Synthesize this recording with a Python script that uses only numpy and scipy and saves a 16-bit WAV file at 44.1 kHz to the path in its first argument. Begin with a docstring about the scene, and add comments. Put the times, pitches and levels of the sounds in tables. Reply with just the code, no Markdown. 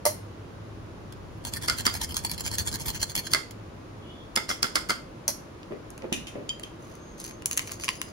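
"""A steel grater clacks as it is taken up in a softly rumbling, humming kitchen, then a nutmeg is rubbed on it.
The rasp is many tiny filtered fractures under stroke-shaped pressure, with single snags and a low shudder.
Knocks on the grater, filtered bursts with a rebound and chatter, break in and later tap it clean over a bowl.
It is put aside with clacks; jars bump, knock and ping (bursts and decaying sines) and a lid is worked open
(clicks and a stick-slip rub). Faint thin whistles are wavering sines; rumble, hiss and hum are shaped noise."""
import sys
import numpy as np
from scipy import signal
from scipy.fft import rfft, irfft, next_fast_len
from scipy.io import wavfile
from scipy.ndimage import uniform_filter1d

SR = 44100
rng = np.random.default_rng(int(sys.argv[2]) if len(sys.argv) > 2 else 0)


def generate_wav(sig):
    """Save sig (samples, or channels by samples) to the path in sys.argv[1] as 16-bit PCM at SR."""
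    pcm = np.round(np.clip(np.atleast_2d(sig).T, -1, 1) * 32767).astype(np.int16)
    wavfile.write(sys.argv[1], SR, pcm)


N = 358091
TIME_S = np.arange(N) / SR
SPAN = next_fast_len(N)
BINS_HZ = np.fft.rfftfreq(SPAN, 1 / SR)

# Levels are before room and trims; colours are relative, as colour() sets the filter energy to 1.
# room air colour: (frequency [Hz], level [dB])
AIR_COLOUR = [(20, -21), (45, -6), (100, -6.5), (150, -6.5), (335, -10.5), (600, -12.5), (760, -17.5),
              (1130, -17), (1800, -25), (4500, -34), (7000, -38), (11000, -47), (16000, -51.5)]
# likeness of the two channels in the room noise: (frequency [Hz], likeness [0-1])
AIR_LIKENESS = [(30, 0.7), (110, 0.96), (300, 0.72), (700, 0), (2000, 0)]
RUMBLE_DB = -44
# low wavering hum: (time [s], level [dB])
HUM_LEVEL = [(0, -48.5), (1.05, -44.5), (1.5, -48), (4.15, -51.5), (4.5, -59), (6.9, -59.5), (8.12, -53)]
HUM_HZ = 101.8

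# to-and-fro cycles of the nut, draw then push: (time [s], draw pressure [dB], push pressure [dB])
STROKES = [(1.437, -29.5, -27.5), (1.608, -29, -33), (1.763, -28, -32), (1.922, -28, -24.5),
           (2.075, -31.5, -30.5), (2.226, -30.5, -27.5), (2.37, -31.5, -25), (2.503, -25.5, -22),
           (2.646, -25, -24), (2.783, -30.5, -19.5), (2.929, -25.5, -22), (3.065, -31.5, -21.5),
           (3.228, -30.5, -25.5)]
STOP_S = 3.37  # end of the last cycle
# shares of a cycle: start of the push, length of the draw, length of the push
TURN_SHARE, DRAW_SHARE, PUSH_SHARE = 0.47, 0.38, 0.4
DRAW_CREST, PUSH_CREST = 0.66, 0.77  # place of the hardest pressure in each half, 0-1
# nut brushing the teeth between strokes:
# (time [s], length [s], pressure [dB], crest [share of length, limited to 0.05-0.95])
BRUSH = (1.18, 1.79, -45, 3.6)
LEAD_IN_S, LEAD_IN_DB = 0.0077, -24.5  # short soft rasp leading into each knock
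# single snags of a tooth, strong and faint, each breaking off a chip: (time [s], level [dB])
SNAGS = [(1.124, -43.5), (1.45, -30), (1.5365, -27), (1.785, -32.5), (1.853, -25), (1.858, -26.5),
         (1.94, -29.5), (1.951, -30), (2.0147, -27.5), (2.143, -31.5), (2.167, -21.5), (2.178, -32),
         (2.2482, -26), (2.296, -32.5), (2.3143, -26), (2.383, -42), (2.4065, -27.5), (2.463, -27),
         (2.478, -31.5), (2.553, -33), (2.583, -23.5), (2.6739, -27), (2.741, -33), (2.756, -28),
         (2.8593, -31), (2.882, -26), (3.0037, -37), (3.0153, -27), (3.0289, -20.5), (3.1528, -21.5),
         (3.163, -26), (3.177, -27), (3.509, -39.5)]
SLIPS_PER_S, SLIP_DROP_DB = 150, 11  # mean rate is a little higher, as the rate wavers
WANDER_SHARE, WANDER_S = 0.04, 0.07  # detuning either way, time between new random places
HOLD_S, HOLD_DB, HOLD_CREST = 3.2, -45.5, 0.8  # hands jolt the grater, pick-up to end of grating
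# rasp colour: (frequency [Hz], level [dB])
RASP_COLOUR = [(290, -54), (500, -15), (919, -2.5), (1300, -8.5), (1740, -3.5), (2700, -4), (3250, -6),
               (3750, -10.5), (4340, 1), (6420, -6.5), (8210, -8), (11000, -4.5), (13300, -8),
               (16000, -10.5)]
# resonances of the firmly held grater: (frequency [Hz], width [Hz], lift [dB])
HELD_SHEET = [(908, 130, 8), (1694, 260, 6.5), (2205, 150, 7), (2520, 180, -3), (3300, 390, 14),
              (4257, 170, 8.5), (4540, 180, 5), (5250, 150, 8.5), (6396, 340, 12.5), (7080, 240, 8.5),
              (7590, 300, 16.5), (8560, 330, 13.5), (9050, 210, 3), (12200, 300, 2)]

# steel clacks, grater taken up and put aside:
# (time [s], contact level [dB], frame ring [dB], rattle decay [s], clink lift [dB])
CLACKS = [(.053, -21.5, -17, 0.0039, -2), (.0625, -27, -12.5, 0.021, 1), (5.2797, -19, -36, 0.00085, 8),
          (5.2845, -33, -24.5, 0.0035, 2), (5.293, -33, -31, .012, 5)]
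# loose steel colour: (frequency [Hz], level [dB])
STEEL_COLOUR = [(200, -7), (700, -4), (1300, -2), (2000, -7.5), (3200, -2), (3700, -11), (4600, 1.5),
                (5800, 4.5), (7200, 2), (9000, -0.5), (11500, -1), (16000, -5)]
# resonances of the free-hanging sheet: (frequency [Hz], width [Hz], lift [dB])
FREE_SHEET = [(667, 40, 4), (1190, 160, 3.5), (4200, 290, 12.5), (5670, 120, 4.5), (8830, 230, 8),
              (10430, 250, 3.5), (11370, 750, 8)]
# free ringing of the wire frame: (frequency [Hz], level [dB], t60 [s])
FRAME_MODES = [(607, -4.5, 0.063), (913, -10, 0.055), (1134, -13.5, 0.048), (2050, -9, 0.021),
               (4100, -29, 0.033), (5180, -19, 0.05), (8730, -6, 0.05), (9330, -13, .05),
               (11300, -24, 0.051)]
# ringing of the rim under a clink: (frequency [Hz], level [dB], t60 [s])
RIM_MODES = [(5632, 2, .13), (5725, -8, .08), (6150, -6, .07)]
RIM_DB = -27  # relative to contact level plus clink lift
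CLINK_HZ, CLINK_WIDTH_HZ = 6050, 1200

# knocks on the grater, one rebound each: (time [s], crack [dB], hollow ring [dB], contact decay [s],
# rebound delay [s], rebound crack [dB], rebound ring [dB], crack pitch [Hz], ring pitch [Hz],
# lift of the upper ring [dB])
KNOCKS = [(1.6826, -14, -24, 0.0037, 0.015, -11.5, -25, 4700, 1370, 15),
          (1.865, -8.5, -22, 0.0023, 0.0097, -40, -36.5, 4700, 1510, 10.5),
          (3.3345, -7, -23.5, 0.0018, 0.012, -14, -21, 4400, 1480, 13.5),
          (4.3621, -10.5, -32, 0.00048, 0.0091, -24, -21.5, 5140, 1340, 14),
          (4.4906, -19.5, -32, 0.024, 0.011, -29.5, -25.5, 5500, 1480, 10),
          (4.629, -8, -27.5, 0.0013, .013, -39, -26, 4920, 1410, 9),
          (4.7547, -9.5, -24, 0.0048, 0.0097, -25, -24.5, 4800, 1450, 8),
          (4.894, -18.5, -24, 0.017, 0.01, -17.5, -21.5, 4600, 1390, 9)]
# crack colour: (frequency [Hz], level [dB])
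CRACK_COLOUR = [(500, -25), (1500, -10.5), (2700, -5.5), (4000, -10), (4900, 1), (6000, -7), (8000, -5.5),
                (11000, -12.5), (16000, -17.5)]
# hollow ring colour: (frequency [Hz], level [dB])
HOLLOW_COLOUR = [(80, -25), (200, -3.5), (330, -4.5), (600, -6), (850, -12), (1350, -0.5), (1800, -10.5),
                 (2100, -5), (2600, -19), (6000, -36)]
# colour of the loose sheet chattering after a knock: (frequency [Hz], level [dB])
CLATTER_COLOUR = [(400, -11), (1100, 2), (2500, -4.5), (3300, 3), (5500, -13), (9000, -8.5), (16000, -17)]
REBOUND_DECAY_S = 0.0018
CLATTER_DB, CLATTER_DECAY_S = -22, 0.019  # level before the crack trim
KNOCK_MODE_SHARE = 0.55  # share of the held-sheet lifts [dB] present in a knock

# faint thin whistles: (time [s], length [s], pitch [Hz], level [dB], rms waver [share of pitch])
WHISTLES = [(3.992, 0.28, 3340, -58, 0.022), (4.008, 0.15, 2960, -58, 0.012),
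            (4.055, 0.21, 3545, -62, 0.018), (6.918, 0.5, 6380, -60.5, 0.016),
            (7.737, 0.22, 4720, -55, 0.003), (7.948, 0.19, 5010, -55, 0.0091),
            (7.922, 0.15, 10500, -60, 0.0035)]
WHISTLE_FLUTTER_DB = 3.5  # rms

# clicks of nails and lid on the jar: (time [s], bright snap [dB], hollow cap [dB])
LID_CLICKS = [(5.631, -71, -45.5), (5.904, -45, -62), (5.9782, -45.5, -50), (6.021, -68, -46),
              (6.5965, -45, -44), (6.633, -47, -56), (6.953, -51, -62), (7.201, -38, -54),
              (7.2415, -37, -55), (7.2643, -41, -52), (7.31, -53, -42.5), (7.422, -49, -46.5),
              (7.4584, -19, -35), (7.512, -28.5, -32.5), (7.5236, -37, -42), (7.5305, -31, -45),
              (7.568, -37, -48), (7.5744, -23, -29), (7.5778, -23, -29), (7.5932, -31, -26.5),
              (7.674, -40, -41), (7.694, -55, -40), (7.7006, -55, -45), (7.7149, -43, -43),
              (7.7192, -31.5, -40), (7.7985, -45, -42), (7.8369, -39, -32), (7.8435, -30.5, -38),
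              (7.881, -44, -28), (7.889, -29, -21), (7.906, -39, -39), (8.0155, -30.5, -28)]
# twists rubbing the lid on its thread: (time [s], length [s], effort [dB])
TWISTS = [(6.788, 0.22, -57), (7.174, 0.16, -41), (7.506, 0.046, -40), (7.558, 0.1, -43),
          (7.645, 0.14, -43.5), (7.785, 0.2, -42), (7.96, 0.32, -57)]
TWIST_CREST = 0.33  # place of the hardest grip, 0-1
SNAP_DECAY_S, CAP_DECAY_S = 0.0007, 0.0009
# nails tick at random; each level is the base plus a random lift set by the spread
FINGERING_S, TICKS_PER_S, TICK_BASE_DB, TICK_SPREAD_DB = (7.2, 7.3), 31, -57, 3
# lid snap colour: (frequency [Hz], level [dB])
SNAP_COLOUR = [(1000, -10), (3000, 3.5), (4600, 1.5), (6300, 17), (7500, 16.5), (9000, 10.5), (10500, 14),
               (12500, 4), (16000, 2.5)]
# cap colour: (frequency [Hz], level [dB])
CAP_COLOUR = [(200, -10), (750, -18), (1050, 9), (1400, -1), (2000, 10), (2900, 10), (3600, -1), (4600, 2),
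              (6000, -3), (12000, -25)]
# thread rub colour: (frequency [Hz], level [dB])
THREAD_COLOUR = [(600, -15), (1100, -10), (2100, 2), (3700, -1), (4600, 4.5), (5700, 2.5), (6400, 13),
                 (7200, 0), (10500, -1), (16000, -11)]

# dull bumps of jars on the counter: (time [s], length [s], level [dB], crest [share of length])
BUMPS = [(5.706, 0.048, -34, 0.2), (6.028, 0.036, -32, 0.38), (6.352, 0.018, -33, 0.43),
         (6.365, 0.087, -40, 0.1)]
# bump colour: (frequency [Hz], level [dB])
BUMP_COLOUR = [(100, -20), (250, -0.5), (370, 0), (600, -2), (760, -14), (1200, -20), (2500, -25),
               (6000, -53), (16000, -53)]
THUD_S, THUD_DB, THUD_HZ, THUD_T60_S = 6.1225, -18, 230, 0.033  # a jar is set down
# jars touching each other: (time [s], level [dB], rattle decay [s])
JAR_KNOCKS = [(6.126, -24, 0.0028), (6.132, -37, 0.0049), (6.269, -41, 0.008), (6.279, -46, .012),
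              (6.49, -40.5, 0.0028), (6.633, -42.5, 0.0042)]
# jar knock colour: (frequency [Hz], level [dB])
JAR_COLOUR = [(500, -12), (1500, -10), (2100, 1.5), (2700, 8.5), (3300, 0), (4800, -7.5), (6100, -1.5),
              (7500, -4.5), (9300, -7.5), (12000, -12.5), (16000, -24)]
# jar pings: (time [s], level [dB], sustain [share of free t60])
PINGS = [(6.27, -46, 0.6), (6.4924, -31.5, 0.82), (6.636, -37, 0.18)]
# free ringing of the jar: (frequency [Hz], level [dB], t60 [s])
GLASS_MODES = [(2830, -12, 0.11), (3120, 6, 0.12), (3165, 11, 0.084), (4820, 5.5, 0.042),
               (5180, -12, 0.048), (6750, -0.5, 0.034), (6980, 3, 0.034), (9250, -16, 0.026)]

# kitchen decay: (frequency [Hz], t60 [s])
KITCHEN_DECAY = [(150, 0.4), (1000, 0.27), (4000, 0.32), (9000, 0.29), (16000, 0.25)]
# phase lead of the left channel over the right: (frequency [Hz], lead [rad])
LEFT_LEAD = [(0, 0), (350, 0), (900, -1.2), (1800, -1.3), (2600, -3), (3400, -3.9), (4000, -6.3),
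             (5800, -6.4), (7000, -4.2), (8400, -3.1), (10200, -.1), (11600, .1), (12700, 3), (14000, 3.3),
             (15400, 6.2)]
# blend of the two channels by frequency: (frequency [Hz], blend [0-1, 1 = equal shares])
CHANNEL_BLEND = [(0, 0), (4000, 0), (6500, .1), (7800, .7), (16000, .75)]
EDGE_HZ = 15850


def amp(db):
    """Decibels to gain."""
    return 10 ** (np.asarray(db) / 20)


def evened(x):
    """Scales to rms 1."""
    return x / np.sqrt(np.mean(x ** 2) + 1e-20)


def read(points, hz):
    """Reads a table on a log-frequency axis."""
    f, value = np.transpose(points)
    return np.interp(np.log(hz + 1), np.log(f + 1), value)


def add(mix, s, sound):
    """Mixes a stereo sound in at time s."""
    part = mix[:, round(s * SR):][:, :sound.shape[1]]
    part += sound[:, :part.shape[1]]


def humps(peaks, hz):
    """The dB curve of a set of resonances."""
    return sum(db / (1 + (2 * (hz - f) / width) ** 2) for f, width, db in peaks)


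def colour(x, spectrum, peaks=(), size=4096):
    """Causal minimum-phase filter of energy 1: a broad colour with resonances on top."""
    hz = abs(np.fft.fftfreq(size, 1 / SR))
    log_gain = np.log(amp(read(spectrum, hz) + humps(peaks, hz)))
    taps = np.fft.ifft(np.exp(np.conj(signal.hilbert(log_gain)))).real[:size // 2]
    return signal.oaconvolve(x, taps[None] / np.linalg.norm(taps), axes=1)[:, :N]


def partly_alike(a, b, same):
    """Two channels of equal power that share part of their noise."""
    return np.array([a, same * a + np.sqrt(1 - same ** 2) * b])


def blow(decay_s, same=0.56, size=8192):
    """A contact: a spectrally flattened burst that dies away; rms 1 over its first 5 ms."""
    t = np.arange(size) / SR
    decay_s = max(decay_s, 0.0003)
    a, b = rng.standard_normal((2, size))
    x = partly_alike(a, b, np.clip(same, 0, 1))
    rise_s = min(decay_s / 2, 0.0007)  # a longer contact also starts more softly
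    x *= np.exp(-t / decay_s) * (1 - np.exp(-t / rise_s))
    z = rfft(x, 2 * size)
    smooth_power = uniform_filter1d(abs(z) ** 2, size // 24, axis=1)
    x = irfft(z / np.sqrt(smooth_power + 1e-12))[:, :size]
    return x / np.sqrt(np.mean(x[:, t < 0.005] ** 2))


def blows(s, db, decay_s):
    """A track of contacts; the level is that of the first 5 ms."""
    out = np.zeros((2, N))
    for at, level_db, length_s in np.broadcast(s, db, decay_s):
        add(out, at, amp(level_db) * blow(length_s))
    return out


def rings(s, db, modes, sustain=1):
    """A track of blows on an object ringing in decaying modes; a hand on it shortens every t60."""
    out, t = np.zeros((2, N)), np.arange(SR // 2) / SR
    for at, level_db, held in np.broadcast(s, db, sustain):
        ring = np.zeros((2, len(t)))
        for f, mode_db, t60_s in modes:
            turns = f * t + rng.random() + rng.random((2, 1)) / 3  # phases differ a little per channel
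            ring += amp(mode_db - 60 * t / (t60_s * held)) * np.sin(2 * np.pi * turns)
        add(out, at, amp(level_db) * ring * (1 - np.exp(-t / 0.00021)))
    return out


def grains(per_s, spread_db, decay_s, count=5):
    """Tiny fractures of uneven size, spread over several contact points; rms 1."""
    size = amp(spread_db * np.minimum(rng.exponential(1, N), 3)) * (rng.random(N) < per_s / SR)
    point = rng.integers(0, count, N)
    out = np.zeros((2, N))
    for k in range(count):
        out += signal.oaconvolve((size * (point == k))[None], blow(decay_s), axes=1)[:, :N]
    return evened(out)


def kitchen(x, wet_db, early_db, count=18):
    """Direct sound, early echoes off counter and bowl, and the tail of a small hard room."""
    t = np.arange(SR // 2) / SR
    hz, when_s, z = signal.stft(rng.standard_normal((2, len(t))), SR, nperseg=256)
    decay = amp(-60 * when_s / read(KITCHEN_DECAY, hz)[:, None])
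    tail = signal.istft(z * decay, SR, nperseg=256)[1][:, :len(t)]
    tail *= 1 - np.exp(-(t / 0.0068) ** 2)
    response = amp(wet_db) * tail / np.linalg.norm(tail, axis=1, keepdims=True)
    for side in response:
        delays = (rng.uniform(0.002, 0.014, count) * SR).astype(int)
        side[delays] += amp(early_db) * rng.choice([-1, 1], count) / np.sqrt(count)
    return x + signal.fftconvolve(x, response, axes=1)[:, :x.shape[1]]


def arches(rows):
    """Pressure of hand movements (s, length s, dB, crest): each swells to its crest and lets go."""
    out = np.zeros(N)
    for s, length_s, db, crest in rows:
        crest_s = s + length_s * np.clip(crest, 0.05, 0.95)
        ramp = np.interp(TIME_S, [s, crest_s, s + length_s], [0, 1, 0])
        out += amp(db) * np.sin(np.pi / 2 * ramp)
    return out


def catches(per_s, drop_db):
    """Stick-slip: at uneven intervals a contact slips free; each slip flares and dies."""
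    waver = evened(uniform_filter1d(rng.standard_normal(N), 300))
    teeth = np.cumsum(per_s * np.exp(0.5 * waver)) / SR
    bite = rng.uniform(-1.5, 1, N)[teeth.astype(int)]
    return evened(amp(drop_db * (0.3 * bite - teeth % 1)))


def shifting(x, depth_db, size=256, order=9):
    """As the point of contact moves, patches of the spectrum come up and fade."""
    z = signal.stft(x, nperseg=size, noverlap=size * 3 // 4)[2]
    patches = uniform_filter1d(rng.standard_normal(z.shape[1:]), 3, axis=0)
    patches = uniform_filter1d(patches, 3 * order, axis=1)
    gain = evened(amp(depth_db * evened(patches)))
    return signal.istft(z * gain, nperseg=size, noverlap=size * 3 // 4)[1][:, :N]


def room_noise():
    """Low rumble under a faint even hiss: filtered noise, alike in both channels only at low frequencies."""
    a, b = rfft(rng.standard_normal((2, SPAN)))
    same = np.clip(read(AIR_LIKENESS, BINS_HZ), 0, 1)
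    noise = colour(irfft(partly_alike(a, b, same), SPAN), AIR_COLOUR, [(328.4, 46, 5.6)])
    return noise * amp(RUMBLE_DB)


def hum():
    """A narrow band of low noise, heard as an unsteady hum."""
    band = 1 / (1 + ((BINS_HZ - HUM_HZ) / 8) ** 2)
    drone = irfft(rfft(rng.standard_normal(SPAN)) * band, SPAN)[:N]
    return evened(drone) * amp(np.interp(TIME_S, *np.transpose(HUM_LEVEL)))


def pressure():
    """Pressure on the teeth: draw and push per cycle, brushing, a short soft rasp leading into each knock."""
    moves = [(s - LEAD_IN_S, LEAD_IN_S, LEAD_IN_DB, 0.8) for s, *_ in KNOCKS]
    cycles_s = np.diff([s for s, *_ in STROKES] + [STOP_S])
    for (s, draw_db, push_db), cycle_s in zip(STROKES, cycles_s):
        moves.append((s, DRAW_SHARE * cycle_s, draw_db, DRAW_CREST))
        moves.append((s + TURN_SHARE * cycle_s, PUSH_SHARE * cycle_s, push_db, PUSH_CREST))
    return arches(moves + [BRUSH])


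def travelling(x, count=3):
    """The grip retunes the sheet: random places, joined smoothly, crossfade detuned resonances."""
    turns_s = np.arange(0, N / SR, WANDER_S)
    place = np.interp(TIME_S, turns_s, rng.uniform(-1, 1, len(turns_s)))
    out = np.zeros((2, N))
    for spot in np.linspace(-1, 1, count):
        modes = [(hz * (1 + WANDER_SHARE * spot), width, db) for hz, width, db in HELD_SHEET]
        nearness = np.maximum(1 - abs(np.sin(np.pi / 2 * place) - spot), 0)
        out += colour(x * nearness, RASP_COLOUR, modes)
    return out


def grating():
    """Strokes drag the nut over the teeth: a rasp of fractures, snags, and a low shudder of the hands."""
    push = pressure()
    s, db = np.transpose(SNAGS)
    fine = amp(-10) * grains(per_s=2200, spread_db=-1.0, decay_s=0.00061)
    coarse = amp(-12.5) * grains(per_s=380, spread_db=3.5, decay_s=0.00053)
    slips = catches(SLIPS_PER_S, SLIP_DROP_DB)
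    teeth = push * slips * (fine + coarse) + blows(s, db, 0.0018)
    rasp = shifting(travelling(teeth), depth_db=4)
    shudder_colour = [(25, -17.5), (70, -0.5), (170, -8.0), (350, -18.0), (700, -40.5), (2000, -59.5)]
    shudder = colour(rng.standard_normal((2, N)), shudder_colour)
    shudder = shudder + 0.2 * shudder[::-1]
    shudder *= amp(-17.0) * push + arches([(0.014, HOLD_S, HOLD_DB, HOLD_CREST)])
    return kitchen(rasp * amp([[-0.8], [0.8]]), wet_db=-13.5, early_db=-7.0) + shudder


def clacks():
    """The grater rattles briefly and its frame rings; a blow on the rim adds a bright clink."""
    s, db, ring_db, decay_s, clink_db = np.transpose(CLACKS)
    out = rings(s, ring_db, FRAME_MODES) + rings(s, db + clink_db + RIM_DB, RIM_MODES)
    for at, level_db, length_s, lift_db in zip(s, db, decay_s, clink_db):
        clink = (CLINK_HZ, CLINK_WIDTH_HZ, lift_db)
        add(out, at, colour(amp(level_db) * blow(length_s), STEEL_COLOUR, FREE_SHEET + [clink]))
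    return kitchen(out, wet_db=-8.0, early_db=-3.5)


def tapping():
    """Knocks with rebound and chatter: a hard crack and the curved sheet's hollow ring, tuned by the spot."""
    out, t = np.zeros((2, N)), np.arange(SR // 4) / SR
    chatter = grains(per_s=600, spread_db=4.5, decay_s=0.00063, count=3)
    modes = [(hz, width, KNOCK_MODE_SHARE * db) for hz, width, db in HELD_SHEET]
    for (s, crack_db, ring_db, decay_s, after_s, rebound_db, rebound_ring_db,
         crack_hz, ring_hz, upper_db) in KNOCKS:
        contacts, thumps, clatter = np.zeros((3, 2, SR // 2))
        add(contacts, 0, amp(crack_db) * blow(decay_s))
        add(contacts, after_s, amp(rebound_db) * blow(REBOUND_DECAY_S))
        add(thumps, 0, amp(ring_db) * blow(0.0023))
        add(thumps, after_s, amp(rebound_ring_db) * blow(0.0016))
        piece = chatter[:, round(s * SR):][:, :len(t)]
        add(clatter, after_s, amp(CLATTER_DB) * np.exp(-t / CLATTER_DECAY_S) * piece)
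        crack = colour(contacts, CRACK_COLOUR, modes + [(crack_hz, 900, 8)])
        crack = amp(-8.0) * (crack + colour(clatter, CLATTER_COLOUR, modes))
        hollow = colour(thumps, HOLLOW_COLOUR, [(ring_hz, 400, 7), (2090, 130, upper_db)])
        add(out, s, kitchen(crack, wet_db=-9.0, early_db=-13.5))
        add(out, s, kitchen(hollow, wet_db=-5, early_db=-2.0))
    return out * amp([[-1.5], [1.3]])


def whistles():
    """Thin tones, wavering in pitch and level, that swell and fade, blurred by the room."""
    out = np.zeros((2, N))
    for s, length_s, hz, db, waver in WHISTLES:
        t = np.arange(0, length_s, 1 / SR)
        drift = evened(uniform_filter1d(rng.standard_normal(len(t)), 200))
        tone = np.sin(2 * np.pi * np.cumsum(hz * (1 + waver * drift)) / SR)
        tone *= signal.windows.tukey(len(t), 0.5)
        flutter = evened(uniform_filter1d(rng.standard_normal(len(t)), size=1300, mode="wrap"))
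        tone *= amp(WHISTLE_FLUTTER_DB * flutter)
        add(out, s, amp(db) * np.array([tone, tone]))
    return kitchen(out, wet_db=-2, early_db=-8)


def lid():
    """Bright snaps with hollow cap clicks, nails ticking on the jar, and a stick-slip rub on the thread."""
    s, snap_db, cap_db = np.transpose(LID_CLICKS)
    count = round(TICKS_PER_S * (FINGERING_S[1] - FINGERING_S[0]))
    when, size = rng.random((100, 2))[:count].T
    tick_db = TICK_BASE_DB - TICK_SPREAD_DB * np.log(size + 0.054)
    ticks = blows(np.interp(when, [0, 1], FINGERING_S), tick_db, SNAP_DECAY_S)
    snaps = blows(s, snap_db - 0.5, SNAP_DECAY_S)
    caps = blows(s, cap_db + 0.5, CAP_DECAY_S)
    clicks = colour(snaps + ticks, SNAP_COLOUR) + colour(caps + ticks, CAP_COLOUR)
    effort = arches([(*twist, TWIST_CREST) for twist in TWISTS])
    slips = catches(per_s=110, drop_db=5)
    rub = effort * slips * colour(grains(per_s=1900, spread_db=13, decay_s=0.0036), THREAD_COLOUR)
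    worked = shifting(clicks + rub, depth_db=2)
    return kitchen(worked, wet_db=-12.0, early_db=-10.0)


def jars():
    """Dull juddering bumps on the counter, a thud, and glass knocks and pings."""
    judder = grains(per_s=900, spread_db=2.5, decay_s=0.0012)
    judder = colour(judder, BUMP_COLOUR, [(378, 45, 4.2), (575, 120, 2.2)])
    local_power = uniform_filter1d((judder ** 2).mean(0), size=900)
    bumps = arches(BUMPS) * judder / np.sqrt(local_power + 1e-9)
    thud = rings(THUD_S, THUD_DB, [(THUD_HZ, 0, THUD_T60_S), (330, -6, 0.03), (540, -13, 0.03)])
    touches = blows(*np.transpose(JAR_KNOCKS))
    knocks = colour(touches, JAR_COLOUR, [(2920, 200, 2.2), (3600, 200, 4.4), (6030, 200, 3.7)])
    s, db, sustain = np.transpose(PINGS)
    pings = rings(s, db, GLASS_MODES, sustain)
    out = kitchen(bumps + thud, wet_db=-4.0, early_db=-23)
    out += kitchen(knocks, wet_db=-1.0, early_db=-4.5)
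    return out + kitchen(pings, wet_db=-11.5, early_db=-12)


def scene():
    """Everything on and around the counter."""
    return room_noise() + hum() + grating() + clacks() + tapping() + whistles() + lid() + jars()


def record(dry):
    """Blends the channels in the treble and offsets their phase; then the band limit."""
    z = rfft(dry, SPAN)
    angle = np.pi / 4 * read(CHANNEL_BLEND, BINS_HZ)
    z = np.cos(angle) * z + np.sin(angle) * z[::-1]
    lead = read(LEFT_LEAD, BINS_HZ) * np.array([[1], [-1]])
    heard = irfft(z * np.exp(0.5j * lead), SPAN)[:, :N]
    lowpass = signal.firwin(301, EDGE_HZ, window=("kaiser", 9), fs=SR)
    return signal.oaconvolve(heard, lowpass[None], "same")


dry = scene()
out = record(dry)
generate_wav(out)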